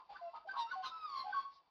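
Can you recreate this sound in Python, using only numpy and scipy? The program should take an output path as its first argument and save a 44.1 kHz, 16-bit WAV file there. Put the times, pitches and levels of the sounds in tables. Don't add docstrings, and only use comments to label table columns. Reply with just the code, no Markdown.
import sys
import numpy as np
from scipy import signal
from scipy.fft import rfft, irfft
from scipy.io import wavfile

SR = 44100
rng = np.random.default_rng(int(sys.argv[2]) if len(sys.argv) > 2 else 0)


def to_wav(s):
    ch = np.atleast_2d(s).T
    pcm = np.round(np.clip(ch, -1, 1) * 32767)
    wavfile.write(sys.argv[1], SR, pcm.astype(np.int16))


N = 74970
T = np.arange(N) / SR
FREQS_HZ = np.fft.rfftfreq(N, 1 / SR)


def amp(db):
    return 10 ** (np.asarray(db) / 20)


def curve_at(points, hz):
    points_hz, values = np.transpose(points)
    return np.interp(np.log(hz + 1), np.log(points_hz + 1), values)


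def shaped_noise(gains):
    x = irfft(rfft(rng.standard_normal(N)) * gains, N)
    return x / np.sqrt(np.mean(x ** 2) + 1e-20)


def wobble(rate_hz):
    return shaped_noise((FREQS_HZ / rate_hz) ** .5 * np.exp(-(FREQS_HZ / rate_hz) ** 2))


def stretch(motion, count):
    return np.roll(motion, rng.integers(N))[:count]


SHAKE, FRAYING, TURBULENCE = wobble(rate_hz=262), wobble(rate_hz=106), wobble(rate_hz=134)


def background():
    # frequency_hz, relative_db
    bed_colour = [(20, -10), (45, -10), (120, 2), (400, 1), (900, 16), (2000, -12.5), (4800, -6),
                  (7500, -27.5), (14000, -30.5)]
    return amp(-79.5) * shaped_noise(amp(curve_at(bed_colour, FREQS_HZ)))


def syrinx(hz, level, overtone_level, roughness):
    partials_db = [-5, -2.5, 1, -7, -7, -10, -5.5, -4, -7, -2]
    # frequency_hz, gain_db
    throat_eq = [(1350, 0.5), (1900, -13), (2700, -7), (3300, -11), (3800, -5), (4450, -3.5), (5100, -12),
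                 (5650, -9.5), (6100, -38.5), (6750, -24.5), (7800, -45.5), (10000, -40), (11700, -33.5),
                 (12900, -42)]
    jitter_depth, flutter_depth, fray_rad = 0.081, 0.55, 0.23
    fuzz_depth = 0.26
    live = level > amp(-105)
    count = np.count_nonzero(live)
    shaken_hz = hz[live] * (1 + jitter_depth * roughness * stretch(SHAKE, count))
    flutter = 1 + flutter_depth * roughness * stretch(SHAKE, count)
    phase = 2 * np.pi * np.cumsum(shaken_hz) / SR
    frayed_phase = phase + fray_rad * np.sqrt(roughness) * stretch(FRAYING, count)
    overtones = np.zeros(count)
    for k, gain_db in enumerate(partials_db, 2):
        fuzz = 1 + fuzz_depth * stretch(TURBULENCE, count)
        overtones += amp(gain_db + curve_at(throat_eq, k * shaken_hz)) * fuzz * np.sin(k * frayed_phase)
    voice = np.zeros((2, N))
    voice[0, live] = level[live] * np.sin(phase) * flutter
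    voice[1, live] = overtone_level[live] * overtones * flutter
    return np.sqrt(2) * voice


def carol():
    # start_s, length_s, first_pitch_hz, last_pitch_hz, level_db, overtones_db (relative),
    # roughness (0-1)
    song_notes = [ (-.02, 0.059, 996, 1043, -59.5, -29.5, 0.88),
                  (0.085, 0.057, 819, 808.6, -53.5, -15, 0.48),
                  (0.134, 0.046, 1145, 1193, -57.5, -12.5, 0.29),
                  (0.153, .022, 1530, 1518, -47.5, -25, 0.48), (0.184, 0.032, 1033, 1025, -57.5, -21, 0.3),
                  (0.207, 0.099, 700.7, 665.2, -49, -21, 0.07), (.245, 0.11, 1022, 1088, -67, -26, 0.1),
                  (0.327, 0.064, 929, 922, -50, -29, 0.48), (0.339, 0.054, 1265, 1248, -54.5, -33.5, 0.27),
                  (0.386, 0.064, 1277, 1282, -67, -25.5, 0.25),
                  (0.443, 0.034, 660, 640, -54.5, -36.5, 0.35), (0.465, 0.033, 762, 815, -50, -12.5, 0.3),
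                  (0.484, 0.02, 1556, 1545, -38, -21, .1), (0.502, 0.027, 1555, 1578, -46.5, -6, 0.03),
                  (0.528, .04, 1099, 1253, -49.5, -21, 0.9), (.524, 0.019, 707, 680, -56.5, -24, .4),
                  (0.554, 0.055, 1099, 1078, -43, -22, 0), (0.557, .04, 958, 957.7, -43, -12, 0.37),
                  (0.584, 0.055, 942.5, 922.5, -37.5, -10.5, 0.05), (0.63, 0.048, 916, 928, -43, -21, 0.1),
                  (0.661, 0.06, 1272, 1404, -55.5, -15, .2), (0.706, 0.023, 1490, 1480, -36.5, -12.5, 0.2),
                  (0.722, 0.035, 1095, 1079, -42.5, -21, 0.2), (0.749, 0.076, 765, 742, -46, -21, 0.06),
                  (0.823, 0.057, 1066, 1036, -45.5, -10, 0.3),
                  (0.831, 0.023, 1537, 1492, -46.5, -17.5, 0.33), (0.85, 0.035, 1252, 1260, -47.5, -3, 0.4),
                  (0.87, 0.11, 1020, 1003, -59, -23, 0.31), (1.233, 0.081, 757, 741, -51, -18.5, 0.15),
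                  (1.251, 0.07, 826, 830.6, -46.5, -21, 0.17), (1.251, 0.068, 1570, 1536, -65, -18, 0),
                  (1.321, 0.023, 1536, 1525, -36.5, -16, 0), (1.333, .028, 1524, 1558, -43.5, -15, 0.02),
                  (1.334, 0.038, 1136, 1107, -38.5, -21, 0.13), (1.359, 0.045, 1124, 1091, -35, -22, 0.05),
                  (1.394, 0.041, 1108, 1119, -48.5, -13, 0), (1.442, 0.049, 1124, 1103, -46, -42, 0.01),
                  (1.484, 0.032, 1105, 1114, -58, -11, 0), (1.544, 0.074, 1106, 1101, -66.5, -30, 0), ]
    attack_s, release_s = 0.016, 0.02
    ring_db, ring_t60_s = -14.5, 0.29
    song = np.zeros((2, N))
    for start_s, length_s, first_hz, last_hz, level_db, overtones_db, roughness in song_notes:
        t = T - start_s
        rise = np.sin(np.pi / 2 * np.clip(t / attack_s, 0, 1)) ** 2
        fall = np.sin(np.pi / 2 * np.clip((length_s - t) / release_s + .25, 0, 1)) ** 2
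        ring = amp(ring_db - 60 * np.maximum(t - length_s, 0) / ring_t60_s)
        level = amp(level_db) * rise * (fall + (1 - fall) * ring)
        hz = first_hz + (last_hz - first_hz) * np.clip(t / length_s, 0, 1)
        song += syrinx(hz, level, level * amp(overtones_db), roughness)
    return song


def hiss():
    # frequency_hz, relative_db
    hiss_colour = [(20, -17.5), (40, 4), (120, 0.5), (300, 2.5), (600, 5), (1200, 8), (1900, 2.5),
                   (2900, 0.5), (3900, -3), (4700, 1.5), (5050, -6), (5600, -10), (6100, -27), (6700, -18),
                   (7700, -36.5), (10000, -39), (12000, -30), (13000, -41)]
    # time_s, level_db
    hiss_swells = [(0, -74.5), (.087, -80), (.102, -65.5), (.17, -66.5), (.22, -74), (.325, -77.5),
                   (.365, -62.5), (.41, -75.5), (.46, -81.5), (.495, -62.5), (.55, -68), (.605, -59),
                   (.665, -74), (.70, -66.5), (.722, -62), (.77, -68), (.825, -68), (.84, -60),
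                   (.866, -59.5), (.9, -65), (.915, -70.5), (1.08, -69), (1.16, -65), (1.205, -59),
                   (1.25, -68.5), (1.315, -65.5), (1.34, -63.5), (1.4, -62.5), (1.48, -76), (1.7, -85)]
    # centre_hz, width_hz, gain_db
    sheet_modes = [(960, 140, 9.5), (1290, 17, 1.5), (1990, 20, 5), (2323, 24, 9.5), (2720, 60, 8.5),
                   (3050, 100, 7.5), (3510, 94, 7.5), (3500, 170, 2.5), (3740, 60, 8), (4080, 21, 8),
                   (4360, 56, 3), (4500, 180, 6.5), (4684, 63, 7.5), (4900, 22, 5.5), (5820, 90, 6.5)]
    trim_db, flutter_db = -2.5, 2
    swell_db = np.interp(T, *np.transpose(hiss_swells))
    air = shaped_noise(amp(curve_at(hiss_colour, FREQS_HZ)))
    air *= amp(trim_db + swell_db + flutter_db * wobble(rate_hz=90))
    ringing = np.zeros(N)
    for centre_hz, width_hz, gain_db in sheet_modes:
        resonator = signal.iirpeak(centre_hz, centre_hz / width_hz, SR)
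        ringing += (amp(gain_db) - 1) * signal.lfilter(*resonator, air)
    return air + ringing


def aviary(sound, decay_curve):
    hz, t, bands = signal.stft(rng.standard_normal(SR), SR, nperseg=256)
    t60_s = curve_at(decay_curve, hz)[:, None]
    tail = signal.istft(bands * amp(-60 * t / t60_s), SR, nperseg=256)[1]
    return signal.fftconvolve(sound, tail / np.linalg.norm(tail))[:N]


def throat_rasps():
    # peak_s, half_length_s, centre_hz, half_width_hz, level_db
    rasp_bursts = [ (0.6, 0.02, 3890, 297, -51.5), (0.601, .03, 3250, 350, -61.5),
                   (.605, 0.025, 11750, 900, -84.5), (0.609, .025, 7750, 700, -83),
                   (0.609, 0.022, 5250, 504, -62), (0.711, .011, 2180, 60, -67.5),
                   (0.719, 0.013, 3800, 220, -61.5), (0.86, .024, 3000, 300, -54),
                   (0.865, 0.0087, 4040, 110, -48), (0.869, 0.026, 5900, 600, -66),
                   (0.871, .02, 10700, 1800, -83.5), (0.88, 0.03, 3750, 200, -52.5),
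                   (1.204, .022, 4130, 131, -54.5), (1.204, 0.024, 11590, 247, -86),
                   (1.386, 0.064, 3356, 68.7, -62.5), (1.389, .05, 11500, 200, -94.5),
                   (1.552, 0.037, 4400, 1000, -72), ]
    rasps = np.zeros(N)
    for peak_s, half_length_s, centre_hz, half_width_hz, level_db in rasp_bursts:
        band = shaped_noise(1 / (1 + ((FREQS_HZ - centre_hz) / half_width_hz) ** 4))
        swell = np.exp(-((T - peak_s) / half_length_s) ** 2)
        rasps += amp(level_db) * swell * band
    return rasps


def glide():
    # time_s, pitch_hz, level_db, overtones_db (relative)
    low_line = [(.905, 1311, -67, -15.5), (.92, 1323, -48.5, -14), (.97, 1303, -48, -14),
                (1.01, 1275, -54, -5), (1.055, 1245, -40.5, -14), (1.08, 1177, -53.5, -7),
                (1.10, 1125, -50, -5.5), (1.165, 1066, -45, -10), (1.205, 1055, -45.5, -4.5),
                (1.23, 1050, -47.5, -19.5), (1.25, 1076, -62, -18.5)]
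    high_line = [(1.07, 1233, -72.5, -19), (1.10, 1243, -51.5, -28.5), (1.14, 1185, -50, -14.5),
                 (1.18, 1112, -45.5, -3), (1.21, 1124, -48.5, -20), (1.28, 1088, -62.5, -4.5)]
    fade_s = 0.016
    whistle = np.zeros((2, N))
    for line in (low_line, high_line):
        time_s, pitch_hz, level_db, overtones_db = np.transpose(line)
        inside_s = np.minimum(T - time_s[0], time_s[-1] - T)
        level = amp(np.interp(T, time_s, level_db)) * np.clip(inside_s / fade_s + 1, 0, 1)
        overtone_level = level * amp(np.interp(T, time_s, overtones_db))
        whistle += syrinx(np.interp(T, time_s, pitch_hz), level, overtone_level, roughness=0.1)
    return whistle


def scene():
    # frequency_hz, t60_s
    bounce_decay = [(2000, .33), (6000, 0.22)]
    room_decay = [(100, 0.91), (1000, 0.28), (4000, 0.15), (10000, 0.1)]
    treble_db, reverb_db = -3.5, -14
    fundamentals, overtones = carol() + glide()
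    treble = amp(treble_db) * (overtones + aviary(overtones, bounce_decay))
    bird = fundamentals + treble + hiss() + throat_rasps()
    reverb = amp(reverb_db) * aviary(bird, room_decay)
    return (bird + reverb + background())[None]


def record(dry):
    cutoff_hz = 15000
    taps = signal.firwin(511, cutoff_hz, window=("kaiser", 9), fs=SR)
    return signal.oaconvolve(dry, taps[None], "same")


dry = scene()
out = record(dry)
to_wav(out)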